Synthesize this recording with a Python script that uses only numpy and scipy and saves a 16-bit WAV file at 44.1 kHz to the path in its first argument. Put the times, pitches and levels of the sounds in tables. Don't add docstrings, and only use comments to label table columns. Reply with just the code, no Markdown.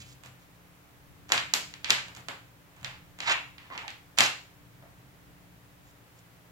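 import sys
import numpy as np
from scipy import signal
from scipy.fft import rfft, irfft, next_fast_len
from scipy.io import wavfile
from scipy.ndimage import uniform_filter1d, map_coordinates

SR = 44100
rng = np.random.default_rng(int(sys.argv[2]) if len(sys.argv) > 2 else 0)


def transcribe(u):
    v = np.clip(np.atleast_2d(u).T, -1, 1)
    q = np.round(v * 32767).astype(np.int16)
    wavfile.write(sys.argv[1], SR, q)


def undo_db(level):
    steps = np.asarray(level, float) / 20
    return 10 ** steps


N = 287311

# [f/Hz, level/(dB per Hz)]
AIR_SPECTRUM = [(12, -16.5), (30, -18.5), (60, -9.5), (100, -5), (130, -2.5), (170, -9), (230, -14.5),
                (600, -15.5), (2000, -19), (5000, -29), (7200, -29.5), (8600, -32), (12000, -30),
                (15900, -28), (16300, -69)]
# [t/s, level/dB]
RUMBLE_LEVEL = [(0, -60.5), (.7, -62.5), (1.4, -60), (3.4, -59.5), (4.07, -61.5), (4.9, -60.5), (6.5, -64)]
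# [f/Hz, mean level/dB rms]
MACHINE_ORDERS = [(58, -72), (116, -69), (174, -66.5), (232, -86.5), (290, -69.5), (463, -91.5)]
# [t/s, level/dB]
BUMPS = [(0, -47.5), (0.079, -54), (0.258, -48), (1.323, -46), (1.904, -48), (2.174, -48), (2.463, -55.5),
         (2.814, -43.5), (2.851, -45), (3.261, -46.5), (4.19, -43), (4.791, -53), (4.968, -52.5)]
# [f/Hz, relative level/dB, T60/s]
TABLE_MODES = [(95.7, -5.5, .35), (126.7, 0, 0.518), (195, -6, 0.17)]
# [t/s at full level, hold/s, level/dB, f/Hz at full level, sag/(Hz per s)]
SLOTS = [(3.264, 0.031, -37, 1100, 10920), (3.708, 0.01, -42.5, 1042, 1980),
         (3.754, 0.017, -62.5, 960, 200), (3.836, 0.026, -48, 875.5, 296), (4.825, .02, -62.5, 645, 300)]
# [multiple, relative level/dB]
SLOT_OVERTONES = [(1, 0), (2, -7)]
# [t/s at full level, swell/s, hold/s, level/dB, brightness/(dB per octave)];
# the first is the tail of an earlier hit, the one at 4.212 s thickens the ring of the snaps before it
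RUSHES = [(0.002, 0.0017, 0.022, -43, 5.5), (0.067, 0.073, .06, -44.5, 9.5), (0.247, .015, 0.028, -53, 4.5),
          (0.421, 0.089, 0.016, -58, 8), (1.336, 0.052, 0.064, -34, 1), (1.887, 0.056, 0.11, -40, -2.5),
          (2.172, 0.09, 0.039, -56.5, 3), (2.777, 0.11, 0.025, -50.5, -6.5),
          (2.871, 0.055, 0.089, -52, -6.5), (3.225, 0.044, .03, -42.5, -2.5),
          (3.279, .03, 0.019, -26, -3.5), (3.309, .03, 0.012, -24, -1.5), (3.601, 0.036, 0.082, -60, -4.5),
          (3.733, 0.045, 0.028, -47, -6), (3.785, .03, 0.045, -49, -6), (3.86, .04, 0.053, -50, -7.5),
          (4.212, 0.041, 0.051, -24.5, 3.5), (4.83, 0.04, .03, -66, -14), (5.854, 0.045, 0.059, -54, 11),
          (6.189, .04, .005, -47, 10.5)]
# [f/Hz, level/(dB per Hz)]
RUSH_SPECTRUM = [(200, -35.5), (450, -28), (900, -4.5), (1500, -1.5), (2500, 3.5), (4000, -0.5), (6000, -8),
                 (9000, -10.5), (15500, -10)]
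# [t/s, crack peak level/dB, deck knock relative to crack/dB,
#                       brightness/(dB per octave), left over right/dB]
SNAPS = [(0.2363, -32, -7, 8.5, -20), (0.2609, -31.5, -11, 10, -19), (1.2923, -29.5, -8, 5, -7),
         (1.3205, -5.5, -10, 3, -0.5), (1.3777, -18, -37, -5.5, 3), (1.5376, -1, -20, 6.5, -2),
         (1.739, -31.5, -19, 0.5, 2), (1.845, -18.5, -37, -2.5, -6.5), (1.8983, -21.5, 1.5, 8, -0.5),
         (1.9047, -3.5, -35, 2, 3), (2.0831, -33, -3.5, 6, -6), (2.15, -29.5, -15, 8, -7),
         (2.1647, -31.5, -12, 6, -5), (2.1709, -28, -7.5, 25, -7), (2.2852, -20.5, -4, 3.5, -9),
         (2.765, -40, -9, 13, -7), (2.812, -42, -13, 7, -10), (2.8305, -37, -1, 7, -3),
         (2.846, -20.5, -14, -0.5, -9), (3.1884, -34, -4, 4.5, -3), (3.204, -23, -8.5, 0, -1.5),
         (3.5819, -36.5, -20, -6.5, -4), (3.7777, -23, -36, -31, -6), (3.88, -26, -28, -2, -5),
         (3.9042, -33, -34, 2, -6), (4.1749, -29, -37, 3, 0), (4.1781, -23, -1, 1, -10),
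         (4.1863, -1, -13, 3.5, -5.5), (4.2061, -4, -8.5, 3.5, 1)]
# [t/s, level/dB before softening]
TAPS = [(1.3023, -23.5), (1.3125, -28), (3.7024, -31), (3.7569, -30), (4.825, -41), (4.975, -60)]
# [f/Hz, width/Hz, level/dB]
CARD_EDGE = [(2250, 1400, 2.5), (4540, 2260, 4.5), (6770, 5600, -2.5), (12800, 1900, -3.5)]
# [f/Hz, width/Hz, level/dB]
DECK = [(301.7, 340, -1.5), (547, 1300, 0.5), (1180, 1590, 0.5)]
# [mean lag t/s, centre f/Hz, level/dB]
BOUNCES = [(.0006, 5600, -1.5), (.0015, 4590, -0.5), (.0022, 3490, -3), (.003, 2700, 1),
           (.0048, 7000, -19.5), (.009, 2353, -11.5)]
# [f/Hz, T60/s]
ROOM_T60 = [(200, 0.224), (530, 0.35), (1400, 0.37), (3700, 0.38), (7000, 0.4), (12000, 0.26)]
# [f/Hz, level/dB]
ROOM_COLOUR = [(200, 11), (700, 0), (1700, 0.5), (2800, -1.5), (4500, -6), (7000, -10.5), (12000, 1.5)]
# [f/Hz, level/dB]
MICROPHONE = [(40, -21), (110, -6.5), (300, 3), (6000, 2.5), (7300, 8), (8400, -6.5), (15000, -24),
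              (16800, -41.5)]

SPACING_M, SOUND_SPEED_M_PER_S = 0.14, 343
LEFT_LAG_S = 0.00018
AIR_HISS_DB = -69.5
SLOT_SWELL_S, SLOT_FADE_DB_PER_S, SLOT_LOWEST_HZ = 0.0099, 502, 653
SWELL_DB, RUSH_FADE_DB_PER_S = 23.5, 1099.5
TAP_PAN_DB, BLOW_ROOM_DB = -2, 24.5
TOP_HZ = 16700


def unit(x):
    return x / np.sqrt(np.mean(x ** 2) + 1e-20)


def along(points, hz):
    f, v = np.transpose(points)
    return np.interp(np.log(hz + 1), np.log(f + 1), v)


def wobble(rate):
    knots = rng.standard_normal(int(N * rate / SR) + 4)
    return map_coordinates(knots, [np.arange(N) * rate / SR])


def filtered(x, response):
    m = next_fast_len(x.shape[-1] + 4096)
    spectrum = rfft(x, m) * response(np.fft.rfftfreq(m, 1 / SR))
    return irfft(spectrum, m)[..., :x.shape[-1]]


def resonances(modes, f):
    total = 0
    for k, (centre, width, db) in enumerate(modes):
        damping = 1j * f * width
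        total = total + (-1) ** k * undo_db(db) * damping / (centre ** 2 - f ** 2 + damping)
    return total


def diffuse(pair, alike):
    def spread(hz):
        likeness = np.clip(alike, 0, 1) * np.sinc(2 * hz * SPACING_M / SOUND_SPEED_M_PER_S)
        turn = np.arccos(likeness) / 2
        return np.array([np.cos(turn), np.sin(turn)])
    mid, side = filtered(pair, spread)
    return np.array([mid + side, mid - side])


def direct(x, pan_db):
    return filtered(x * undo_db([[pan_db], [0]]), lambda hz: np.exp(-2j * np.pi * hz * [[LEFT_LAG_S], [0]]))


def room(x):
    hz, t, grid = signal.stft(rng.standard_normal((2, SR // 5 * 2)), SR, nperseg=256)
    decay_db = 60 * t / along(ROOM_T60, hz)[:, None]
    grid = grid * undo_db(along(ROOM_COLOUR, hz)[:, None] - decay_db)
    tail = signal.istft(grid, SR, nperseg=256)[1]
    build_up = 1 - np.exp(-np.arange(tail.shape[1]) / SR / 0.0041)
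    tail = diffuse(tail * build_up, alike=0.85)
    return signal.fftconvolve(x[None], tail / np.sqrt(SR), axes=1)


def add(track, s, x):
    part = track[:, round(s * SR):][:, :x.shape[1]]
    part += x[:, :part.shape[1]]


def stroke(swell_s, hold_s, fade_db_per_s):
    t = np.arange(-abs(swell_s), abs(hold_s) + 40 / fade_db_per_s, 1 / SR)
    swell_db = SWELL_DB * np.minimum(t, 0) / abs(swell_s)
    fade_db = fade_db_per_s * np.maximum(t - hold_s, 0)
    return t, undo_db(swell_db - fade_db)


def heard(track, s, x, room_db):
    reverb = room(x)[:, :len(x)]
    add(track, s, direct(x, pan_db=-4.5) + undo_db(room_db) * reverb)


def struck(track, s, blow, pan_db):
    stray = undo_db(rng.normal(0, 0.7, (len(BOUNCES), 2, 1)))

    def echoes(f):
        total = 1.65
        for (lag, hz, level), k in zip(BOUNCES, stray):
            delay = np.exp(-2j * np.pi * f * lag * k)
            total = total + resonances([(hz, 0.64 * hz, level)], f) * delay
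        return total
    add(track, s, filtered(direct(blow, pan_db), echoes))
    add(track, s, undo_db(BLOW_ROOM_DB) * room(blow))


def machine():
    drift = np.cumsum(1 + 0.0025 * wobble(1.5)) / SR - [[0], [0.0003]]
    hum = np.zeros((2, N))
    for hz, db in MACHINE_ORDERS:
        level = np.sqrt(2) * undo_db(db + 2.2 * wobble(3.03))
        hum += level * np.sin(2 * np.pi * hz * drift + 0.23 * wobble(13))
    return hum


def background():
    noise = filtered(rng.standard_normal((2, N)), lambda f: undo_db(along(AIR_SPECTRUM, f)))
    air = diffuse(noise, alike=0.57)
    low = filtered(air, lambda f: 1 / (1 + (f / 250) ** 4))
    treble = filtered(air, lambda f: (f > 9000) & (f < 15000))
    level_db = np.interp(np.arange(N) / SR, *np.transpose(RUMBLE_LEVEL))
    rumble = undo_db(level_db + 1.4 * wobble(5.0)) * unit(low) * undo_db([[0.7], [-0.7]])
    hiss = undo_db(AIR_HISS_DB) * (air - low) / np.std(treble)
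    return rumble + hiss + machine()


def bumps():
    track, t = np.zeros((2, N)), np.arange(SR // 2) / SR
    onset = 1 - np.exp(-t / 0.0065)
    for s, db in BUMPS:
        boom = np.zeros(len(t))
        for hz, level, t60 in TABLE_MODES:
            boom += undo_db(level + rng.normal(0, 1.5) - 60 * t / t60) * np.sin(2 * np.pi * hz * t)
        add(track, s, undo_db(db) * boom * onset * undo_db([[0.6], [-0.6]]))
    return track


def slots():
    track = np.zeros((2, N))
    for s, hold_s, db, full_hz, sag in SLOTS:
        t, gain = stroke(SLOT_SWELL_S, hold_s, SLOT_FADE_DB_PER_S)
        phase = 2 * np.pi * np.cumsum(np.maximum(full_hz - sag * t, SLOT_LOWEST_HZ)) / SR
        noise = rng.standard_normal((len(SLOT_OVERTONES), 2, SR // 2))[..., :len(t)]
        breath = unit(filtered(noise, lambda f: 1 / (1 + (f / 80) ** 2)))
        note = np.zeros(len(t))
        for (k, level), (a, b) in zip(SLOT_OVERTONES, breath):
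            note += undo_db(level) * (a * np.cos(k * phase) + b * np.sin(k * phase))
        note = undo_db(db) * gain * unit(note)
        heard(track, s + t[0], np.pad(note, (0, SR // 2)), room_db=15.5)
    return track


def slides_and_rushes():
    track = np.zeros((2, N))
    for s, swell_s, hold_s, db, tilt_db in RUSHES:
        t, gain = stroke(swell_s, hold_s, RUSH_FADE_DB_PER_S)
        white, clumps = rng.standard_normal((2, SR // 2))[:, :len(t)]
        grains = white * undo_db(2.6 * unit(uniform_filter1d(clumps, size=50)))

        def colour(f):
            return undo_db(along(RUSH_SPECTRUM, f) + tilt_db * np.log2((f + 1) / 3000))
        hiss = undo_db(db) * gain * unit(filtered(grains, colour))
        heard(track, max(s + t[0], 0), np.pad(hiss, (0, SR // 2)), room_db=14.5)
    return track


def snaps():
    track, flick = np.zeros((2, N)), signal.unit_impulse(SR // 25)
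    knock = filtered(flick, lambda f: resonances(DECK, f))
    knock = knock / np.abs(knock).max()
    for s, db, knock_db, tilt_db, pan_db in SNAPS:
        bend = undo_db(rng.normal(0, 0.4))
        edge = [(hz * bend, width, level + tilt_db * np.log2(hz / 4500)) for hz, width, level in CARD_EDGE]
        crack = filtered(flick, lambda f: resonances(edge, f))
        crack = crack / np.abs(crack).max()
        struck(track, s, undo_db(db) * (crack + undo_db(knock_db) * knock), pan_db)
    soft_knock = filtered(knock, lambda f: 1 / (1 + 1j * f / 2500) ** 2)
    for s, db in TAPS:
        struck(track, s, undo_db(db) * soft_knock, TAP_PAN_DB)
    return track


def scene():
    cards = snaps() + slides_and_rushes() + slots()
    return filtered(cards, lambda f: undo_db(along(MICROPHONE, f))) + bumps() + background()


def roll_off(x):
    return signal.sosfilt(signal.butter(12, 16880, fs=SR, output="sos"), x)


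def record(dry):
    clipped = np.clip(dry, -1, 1)
    mix = filtered(clipped, lambda f: f < TOP_HZ)
    return roll_off(mix)


dry = scene()
out = record(dry)
transcribe(out)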